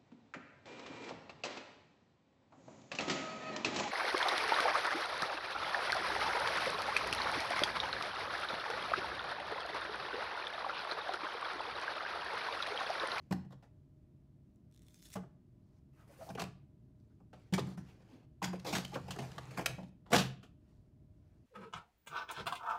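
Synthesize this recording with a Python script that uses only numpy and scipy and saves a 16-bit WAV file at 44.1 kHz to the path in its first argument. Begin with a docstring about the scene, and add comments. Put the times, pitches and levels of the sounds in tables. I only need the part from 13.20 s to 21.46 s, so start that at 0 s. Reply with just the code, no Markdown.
"""A plastic paper tray knocks, rattles and slides on a table top. It is set down, a strip of tape is
peeled off, a cardboard insert is lifted out, then the tray is raised, slid along its rails and pushed home.
Every knock rattles the loose plastic parts and booms in the table. Rubbing makes a gritty scrape, and the
tape's glue lets go in tiny snaps. Behind it all, a small room echoes and ventilation hums."""
import sys
import numpy as np
from scipy import signal
from scipy.fft import rfft, irfft, next_fast_len
from scipy.io import wavfile
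from scipy.ndimage import uniform_filter1d

SR = 44100
rng = np.random.default_rng(int(sys.argv[2]) if len(sys.argv) > 2 else 0)


def wav_out(sig):
    """Save sig, one row per channel (or a flat mono array), as 16-bit PCM at SR to the path in sys.argv[1]."""
    wavfile.write(sys.argv[1], SR, np.round(np.clip(np.atleast_2d(sig).T, -1, 1) * 32767).astype(np.int16))


N = 364266

# Knocks on the tray; hardness is how strong the sharp rap is next to the dull thud:
# (time [s], thud level [dB], table boom level [dB], hardness [dB], time to fade by 60 dB [ms])
KNOCKS = [(0.108, -31.5, -24, -16, 68), (0.121, -30.5, -40.5, -10, 45), (0.247, -58, -46, -15, 62),
          (0.304, -53.5, -58, -13, 110), (0.321, -48.5, -52, -12, 75), (0.424, -56, -63, -16, 160),
          (1.954, -32.5, -40, -11.5, 54), (1.964, -36, -38, -21, 78), (2.033, -48, -57, -34.5, 42),
          (3.089, -36, -62, -14, 54), (3.102, -39.5, -40, -8, 32), (3.15, -33, -53, -13.5, 32),
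          (3.174, -35, -43, -18, 210), (3.187, -49.5, -60, -2, 22), (3.193, -38.5, -42, -1.5, 140),
          (3.217, -32, -36.5, -1.5, 31), (3.239, -35, -68, -5, 11), (4, -57, -61, -20.5, 58),
          (4.129, -47, -53.5, -20, 114), (4.324, -32, -25, -14, 44), (4.335, -33.5, -43, -1, 88),
          (4.378, -24, -50, -19, 62), (4.391, -39, -29, 0, 40), (4.464, -53, -36, -14, 150),
          (4.573, -48.5, -35.5, -7, 130), (5.218, -28, -44, -22, 34), (5.224, -33.5, -34, -5.5, 150),
          (5.24, -43, -38, 7.5, 69), (5.274, -45, -37, -8, 100), (5.329, -33, -38.5, -16.5, 100),
          (5.355, -70, -60, 11.5, 40), (5.395, -69.5, -55, 12, 36), (5.446, -37.5, -61, -8, 330),
          (5.464, -36, -52, -1.5, 280), (5.525, -29.5, -33, -5, 175), (5.549, -36, -33, 1, 160),
          (5.58, -34, -48, -3, 37), (5.647, -64.5, -75, 13.5, 23), (5.731, -38, -73, -16, 58),
          (5.74, -53.5, -67, 7, 44), (5.753, -28, -43, -21.5, 85), (5.88, -39, -49.5, -9.5, 72),
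          (5.906, -51.5, -52, 10.5, 72), (5.96, -36, -53, -21, 40), (5.985, -32, -46, -15, 120),
          (6.019, -42.5, -46.5, -6.5, 280), (6.116, -50, -57.5, -2, 19), (6.18, -32.5, -45, -15, 32),
          (6.307, -49, -51.5, -5, 78), (6.372, -30.5, -36.5, -8.5, 114), (6.39, -29, -40, -11.5, 46),
          (6.408, -37, -40.5, -6.5, 67), (6.459, -36, -49, 16, 24.5), (6.58, -41, -37.5, -21, 166),
          (6.629, -51.5, -43, -12.5, 70), (6.859, -54.5, -65, -20, 250), (6.903, -38.5, -46.5, -9.5, 160),
          (6.917, -26.5, -35, -9, 86), (6.928, -17, -28.5, -6, 100), (6.936, -16.5, -25, -17.5, 64),
          (6.949, -19, -31, -7.5, 75), (6.959, -23.5, -29, -5.5, 72), (6.979, -29.5, -28.5, -2, 180),
          (7.228, -51.5, -63, -10, 126)]
# The tray's floor thuds and its walls rap at these pitches: (pitch [Hz], width [Hz], level [dB])
FLOOR_TONES = [(273, 100, -1.5), (409.4, 72, 1), (492, 130, 1), (615, 186, 1.5), (778.4, 267, 3),
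               (918, 338, -1.5), (1053, 310, -5)]
WALL_TONES = [(1490, 1050, -0.5), (1880, 1100, 0.5), (2444, 850, -1), (2843, 960, -2), (3790, 1800, -6.5)]
# The bright clack of thin ribs and catches: (frequency [Hz], level [dB])
RIB_SPECTRUM = [(1940, -34), (3300, -7), (4360, -1), (6650, -6), (7290, -7.5), (9880, -13.5), (12400, -16),
                (16000, -23.5)]

def tray_knocks():
    """Each blow sets off a rattle that swells, dies and rings the tray's floor, walls and ribs."""
    out, ribs = np.zeros(N), np.zeros(N)
    t = np.arange(SR // 6) / SR
    for time, thud_db, _, hardness_db, fade_ms in KNOCKS:
        fade = amp(-60e3 * t / max(fade_ms, 8)) * (1 - np.exp(-t / 0.0024))
        fade /= fade.max()
        strength = np.sqrt(np.mean(fade ** 2))
        rattle = grit(len(t), spike_db=2.0) * fade
        thud = filtered(soften(rattle, cut_hz=1800), resonances(FLOOR_TONES, scatter_db=2.0, detune=0.079))
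        rap = filtered(soften(rattle, cut_hz=6440), resonances(WALL_TONES, scatter_db=5.0, detune=0.046))
        knock = amp(thud_db - 7.5) * unit(thud) + amp(thud_db + hardness_db - 3.5) * unit(rap)
        add(out, time, strength * knock)
        add(ribs, time, amp(thud_db + 4.5 + 1.124 * hardness_db) * rattle)  # harder blows clack more
    return out + patchy(filtered(ribs, causal(RIB_SPECTRUM)), depth_db=2.0)


# The tray's steel lift plate: (time [s], pitch [Hz], level [dB], time to fade by 60 dB [s])
PLATE_RINGS = [(5.231, 4880, -49.5, 0.3)]

def plate_ring():
    """The steel plate rings with one pure, fading tone."""
    out, t = np.zeros(N), np.arange(SR // 2) / SR
    for time, hz, db, fade_s in PLATE_RINGS:
        add(out, time, amp(db - 60 * t / fade_s) * np.sin(2 * np.pi * hz * t))
    return out


# The tray running on its rails: (time [s], scrape level [dB], hiss level [dB])
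RAIL_SLIDE = [(5.445, -48.5, -61), (5.637, -57.5, -63), (5.735, -73, -69), (5.87, -63, -72),
              (5.89, -55, -69), (5.992, -63.5, -66.5), (6.296, -58.5, -70.5), (6.37, -56, -66.5),
              (6.446, -58.5, -71.5), (6.506, -55, -73.5), (6.644, -78, -82), (6.7, -78, -79.5)]

def rail_slide(scrape, rib_hiss):
    """Sliding makes the tray's walls scrape and its ribs hiss."""
    times, scrape_db, hiss_db = np.transpose(RAIL_SLIDE)
    return level_curve(times, scrape_db) * scrape + level_curve(times, hiss_db) * rib_hiss


# Fingers rubbing plastic, and cardboard brushing the walls:
# (start [s], peak [s], end [s], scrape level [dB], hiss level [dB])
FINGER_STROKES = [(0, .02, 0.13, -78, -88), (2.406, 2.595, 2.6, -83.5, -89), (3.75, 3.8, 4.1, -93, -93.5),
                  (4.128, 4.18, 4.35, -70.5, -80.5), (4.334, 4.513, 4.56, -61, -67),
                  (4.574, 4.68, 4.838, -67, -77.5), (4.796, 4.92, 5.06, -66.5, -78.5),
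                  (5.28, 5.43, 5.45, -65, -78), (7.399, 7.503, 7.7, -82, -88),
                  (7.899, 8.078, 9, -85, -93.5)]
CARDBOARD_STROKES = [(2.725, 2.81, 2.9, -69.5, -80), (2.87, 2.93, 3.02, -65, -71),
                     (2.97, 3.05, 3.17, -66, -64.5), (3.12, 3.2, 3.12, -61.5, -71)]
# The low scrape of the walls and the hiss of cardboard fibres: (frequency [Hz], level [dB])
SCRAPE_SPECTRUM = [(180, -47), (300, 5), (800, 0), (1500, -8), (2500, -8.5), (3500, -17), (5000, -31.5),
                   (9000, -78.5)]
FIBRE_SPECTRUM = [(1060, -35), (1800, -6), (1940, -6.5), (3460, -17), (4310, -6.5), (6600, -8),
                  (12400, -10), (15800, -14)]

def rubbing():
    """Rails, fingers and cardboard rub the tray: each gives a low scrape and a high hiss."""
    scrape = friction(SCRAPE_SPECTRUM, spike_db=1.0, depth_db=3)
    rib_hiss = friction(RIB_SPECTRUM, spike_db=3, depth_db=2.2)
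    fibre_hiss = friction(FIBRE_SPECTRUM, spike_db=2.5, depth_db=1.5)
    out = rail_slide(scrape, rib_hiss)
    for strokes, hiss in (FINGER_STROKES, rib_hiss), (CARDBOARD_STROKES, fibre_hiss):
        for start, peak, end, scrape_db, hiss_db in strokes:
            out += swell(start, peak, end, db=0) * (amp(scrape_db) * scrape + amp(hiss_db) * hiss)
    return out


# The table top's low notes: (pitch [Hz], level [dB], time to fade by 60 dB [s])
TABLE_TONES = [(87.6, -14, 0.29), (131.5, -9.5, 0.48), (166.9, -3.5, .16), (184.3, 3.5, 0.22),
               (242.6, -15.5, 0.29), (288.8, -14, 0.19), (341.6, -14, 0.18)]

def table_ring(scatter_db):
    """The table rings after one push; each spot gives another mix of its notes."""
    t = np.arange(SR // 2) / SR
    ring = sum(amp(db + rng.normal(0, scatter_db) - 60 * t / fade_s) * np.sin(2 * np.pi * hz * t)
               for hz, db, fade_s in TABLE_TONES)
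    return ring * (1 - np.exp(-t / 0.0083))


# The tray's weight dragging on the table: (start [s], peak [s], end [s], level [dB])
DRAGS = [(4.33, 4.577, 4.53, -53.5), (5.224, 5.285, 6.05, -53), (5.414, 5.458, 5.15, -47),
         (5.56, 6.02, 6.25, -48), (6.156, 6.547, 6.56, -47.5)]

def table_boom():
    """Every knock booms in the table top, and dragging makes it rumble."""
    out = np.zeros(N)
    for time, _, boom_db, *_ in KNOCKS:
        add(out, time + 0.00091, amp(boom_db - 2.0) * table_ring(scatter_db=1.77))
    force = filtered(rng.standard_normal(N), lambda hz: 1 / (1 + (hz / 110) ** 4))
    rumble = unit(signal.fftconvolve(force, table_ring(scatter_db=3.5))[:N])
    return out + sum(swell(*drag) for drag in DRAGS) * rumble


# The loudest spots of glue letting go: (time [s], level [dB])
GLUE_SNAPS = [(1.359, -59), (1.5246, -55), (1.5403, -55), (1.546, -49), (1.562, -51), (1.5758, -51),
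              (1.5933, -51), (1.6202, -49), (1.6666, -51.5), (1.6837, -42), (1.7439, -41.5), (1.7968, -56),
              (1.826, -41), (1.855, -40.5), (1.869, -43), (1.9025, -38.5), (1.9182, -44), (1.931, -36),
              (1.94, -30)]
# The tape's rasp, which follows the pull on it: (time [s], level [dB])
PEEL_LEVELS = [(1.505, -93), (1.6, -77.5), (1.74, -65.5), (1.82, -65.5), (1.86, -51), (1.89, -63.5),
               (1.941, -46), (1.971, -58)]
# The tight strip of tape rings here: (pitch [Hz], width [Hz], level [dB])
TAPE_TONES = [(2360, 1700, -5.5), (3510, 140, 5.5), (3900, 530, -1.5), (5570, 1000, 0), (7456, 2500, -3),
              (11800, 2800, -6), (14400, 3000, -9)]

def tape_peel(snaps_per_s=58, small_snap_db=-64):
    """Glue lets go in tiny snaps over a gritty rasp, and both ring the tight strip."""
    snaps, t = np.zeros(N), np.arange(400) / SR
    start, end = PEEL_LEVELS[0][0], PEEL_LEVELS[-1][0]
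    draws = rng.random((round(snaps_per_s * (end - start)), 2))
    small_snaps = [(start + when * (end - start), small_snap_db - 2 * np.log(chance))
                   for when, chance in draws]
    for time, db in GLUE_SNAPS + small_snaps:
        add(snaps, time, amp(db - 4 - 60 * t / 0.0068) * rng.standard_normal(len(t)))
    rasp = level_curve(*np.transpose(PEEL_LEVELS)) * grit(N, spike_db=4.5)
    return filtered(snaps + patchy(rasp, depth_db=4.5), resonances(TAPE_TONES))


# Cardboard squeaking against a guide: (time [s], length [s], pitch [Hz], level [dB])
SQUEAKS = [(2.755, 0.11, 1304, -67), (2.885, 0.045, 557, -58), (2.982, 0.042, 513, -51.5),
           (2.997, 0.054, 695, -45), (3.035, 0.097, 699, -53.5), (4.649, 0.094, 2640, -68),
           (4.906, 0.073, 265.5, -52), (5.71, 0.047, 814.4, -46.5), (5.647, 0.0094, 3000, -37.5),
           (5.738, 0.023, 2935, -45), (5.92, 0.034, 2560, -55), (3.883, 0.064, 1450, -82.5)]

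def cardboard_squeaks():
    """Cardboard sticks and slips, making short tones with a wandering pitch."""
    out = np.zeros(N)
    for time, length, hz, db in SQUEAKS:
        n = max(round(length * SR), 64)
        wander = np.cumsum(rng.normal(0, hz / 8000, n))
        phase = 2 * np.pi * hz * np.arange(n) / SR + wander
        add(out, time, amp(db) * np.hanning(n) * (np.sin(phase) + 0.14 * np.sin(2 * phase)))
    return out


# How long the small room echoes: (frequency [Hz], time to fade by 60 dB [s])
ECHO_TIMES = [(100, 0.57), (500, .35), (3000, 0.37), (12000, .22)]

def room_echo(x):
    """Each frequency dies at its own speed; a fresh random echo tail is drawn eight times a second."""
    out, step = np.zeros(N), SR // 8
    for start in range(0, N, step):
        hz, t, noise = signal.stft(rng.standard_normal(SR // 2), SR, nperseg=256)
        fade = amp(-60 * t / along(ECHO_TIMES, hz)[:, None])
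        tail = signal.istft(noise * fade, SR, nperseg=256)[1]
        echo = signal.fftconvolve(x[start:start + step], tail / np.linalg.norm(tail))
        add(out, start / SR + .006, echo)
    return out


# Ventilation rumble and faint hiss: (frequency [Hz], level [dB])
AIR_SPECTRUM = [(12, -43), (20, -11.5), (22, -23), (49, -9.5), (81, -8.5), (120, -6.5), (158, -11.5),
                (210, -15), (328, -19.5), (527, -37.5), (624, -34), (849, -44), (1060, -46.5), (1710, -51),
                (16000, -65.5)]
# The fan's hum: (pitch [Hz], width [Hz], level [dB])
FAN_TONES = [(138, 4.8, -72), (615, 12, -87), (1002, 33, -100)]

def ventilation(rush_db=-61.5):
    """Air rushes steadily, and the fan adds a few fuzzy tones made of narrow bands of noise."""
    rush = unit(filtered(rng.standard_normal(N), lambda hz: amp(along(AIR_SPECTRUM, hz))))
    out = amp(rush_db) * rush
    for pitch, width, db in FAN_TONES:
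        tone = filtered(rng.standard_normal(N), lambda hz: np.exp(-((hz - pitch) / width) ** 2))
        out += amp(db) * unit(tone)
    return out


def amp(db):
    """Turn decibels into a number to multiply by."""
    return 10 ** (np.asarray(db) / 20)


def unit(x):
    """Scale a sound to an average (rms) size of 1."""
    return x / np.sqrt(np.mean(x ** 2) + 1e-20)


def add(track, time, sound):
    """Mix a sound in at a time in seconds."""
    part = track[round(time * SR):][:len(sound)]
    part += sound[:len(part)]


def along(points, hz):
    """Read between (frequency, value) points, giving each octave equal room."""
    frequencies, values = np.transpose(points)
    return np.interp(np.log(hz + 1), np.log(frequencies + 1), values)


def filtered(x, response):
    """Multiply each frequency in a sound by response(frequency)."""
    n = x.shape[-1]
    padded = next_fast_len(n + 4096)
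    return irfft(rfft(x, padded) * response(np.fft.rfftfreq(padded, 1 / SR)), padded)[..., :n]


def soften(x, cut_hz):
    """A soft contact passes on little treble above cut_hz."""
    return signal.sosfilt(signal.butter(2, cut_hz, fs=SR, output="sos"), x)


def causal(points):
    """A filter shaped by (frequency, level) points that rings after a hit, never before it."""
    def response(hz):
        cepstrum = irfft(np.log(amp(along(points, hz)) + 1e-6))
        cepstrum[1:len(hz) - 1] *= 2
        cepstrum[len(hz):] = 0
        return np.exp(rfft(cepstrum))
    return response


def resonances(tones, scatter_db=0, detune=0):
    """A filter that rings at the given tones; each spot struck gives other strengths and pitches."""
    hz, width, db = np.transpose(tones)[:, :, None]
    db = db + rng.normal(0, scatter_db, db.shape)
    hz = hz * (1 + rng.normal(0, detune, hz.shape))
    gain = (-1) ** np.arange(len(tones))[:, None] * amp(db)
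    return lambda f: np.sum(gain * 1j * f * width / (hz * hz - f * f + 1j * f * width), axis=0)


def grit(size, spike_db):
    """Noise that comes in spiky clumps, as from many small contacts."""
    clumps = rng.exponential(1, size // 24 + 2)
    spikes = np.interp(np.arange(size) / 24, np.arange(len(clumps)), clumps)
    return unit(rng.standard_normal(size) * amp(spike_db * spikes))


def patchy(x, depth_db):
    """Narrow bands of pitch come and go as the contact wanders over the parts."""
    bands = signal.stft(x, nperseg=256)[2]
    drift = uniform_filter1d(rng.standard_normal(bands.shape), size=2, axis=0)  # smooth over pitch
    drift = uniform_filter1d(drift, size=24, axis=1)  # and over time
    return signal.istft(bands * amp(depth_db * unit(drift)), nperseg=256)[1][:N]


def friction(spectrum, spike_db, depth_db):
    """Rubbing noise: grit with the tone colour of the rubbed part."""
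    coloured = filtered(grit(N, spike_db), lambda hz: amp(along(spectrum, hz)))
    return unit(patchy(coloured, depth_db))


def level_curve(times, db):
    """Loudness that follows the given points, silent before the first and after the last."""
    t = np.arange(N) / SR
    gate = np.clip(np.minimum(t - times[0], times[-1] - t) / .008, 0, 1)
    return gate * amp(np.interp(t, times, db))


def swell(start, peak, end, db, rise_db=11.5):
    """Loudness of one stroke: it grows towards its peak and is silent outside start to end."""
    return level_curve([start, peak, end], [db - rise_db, db, db - rise_db])


def scene():
    """The tray close by, the table under it, the room's echo of both and the ventilation."""
    near = tray_knocks() + plate_ring() + tape_peel() + rubbing() + cardboard_squeaks()
    boom = table_boom()
    echo = room_echo(amp(-11.5) * near + amp(-10.5) * boom)
    return (near + boom + echo + ventilation())[None]


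def record(dry):
    """Take away the deepest bass and the very highest treble."""
    bass_hz, top_hz = 28, 15900
    bass_cut = lambda hz: (1j * hz / (bass_hz + 1j * hz)) ** 2
    treble_cut = lambda hz: np.clip((top_hz - hz) / 300, 0, 1)
    return filtered(dry, lambda hz: bass_cut(hz) * treble_cut(hz))


dry = scene()
out = record(dry)
wav_out(out)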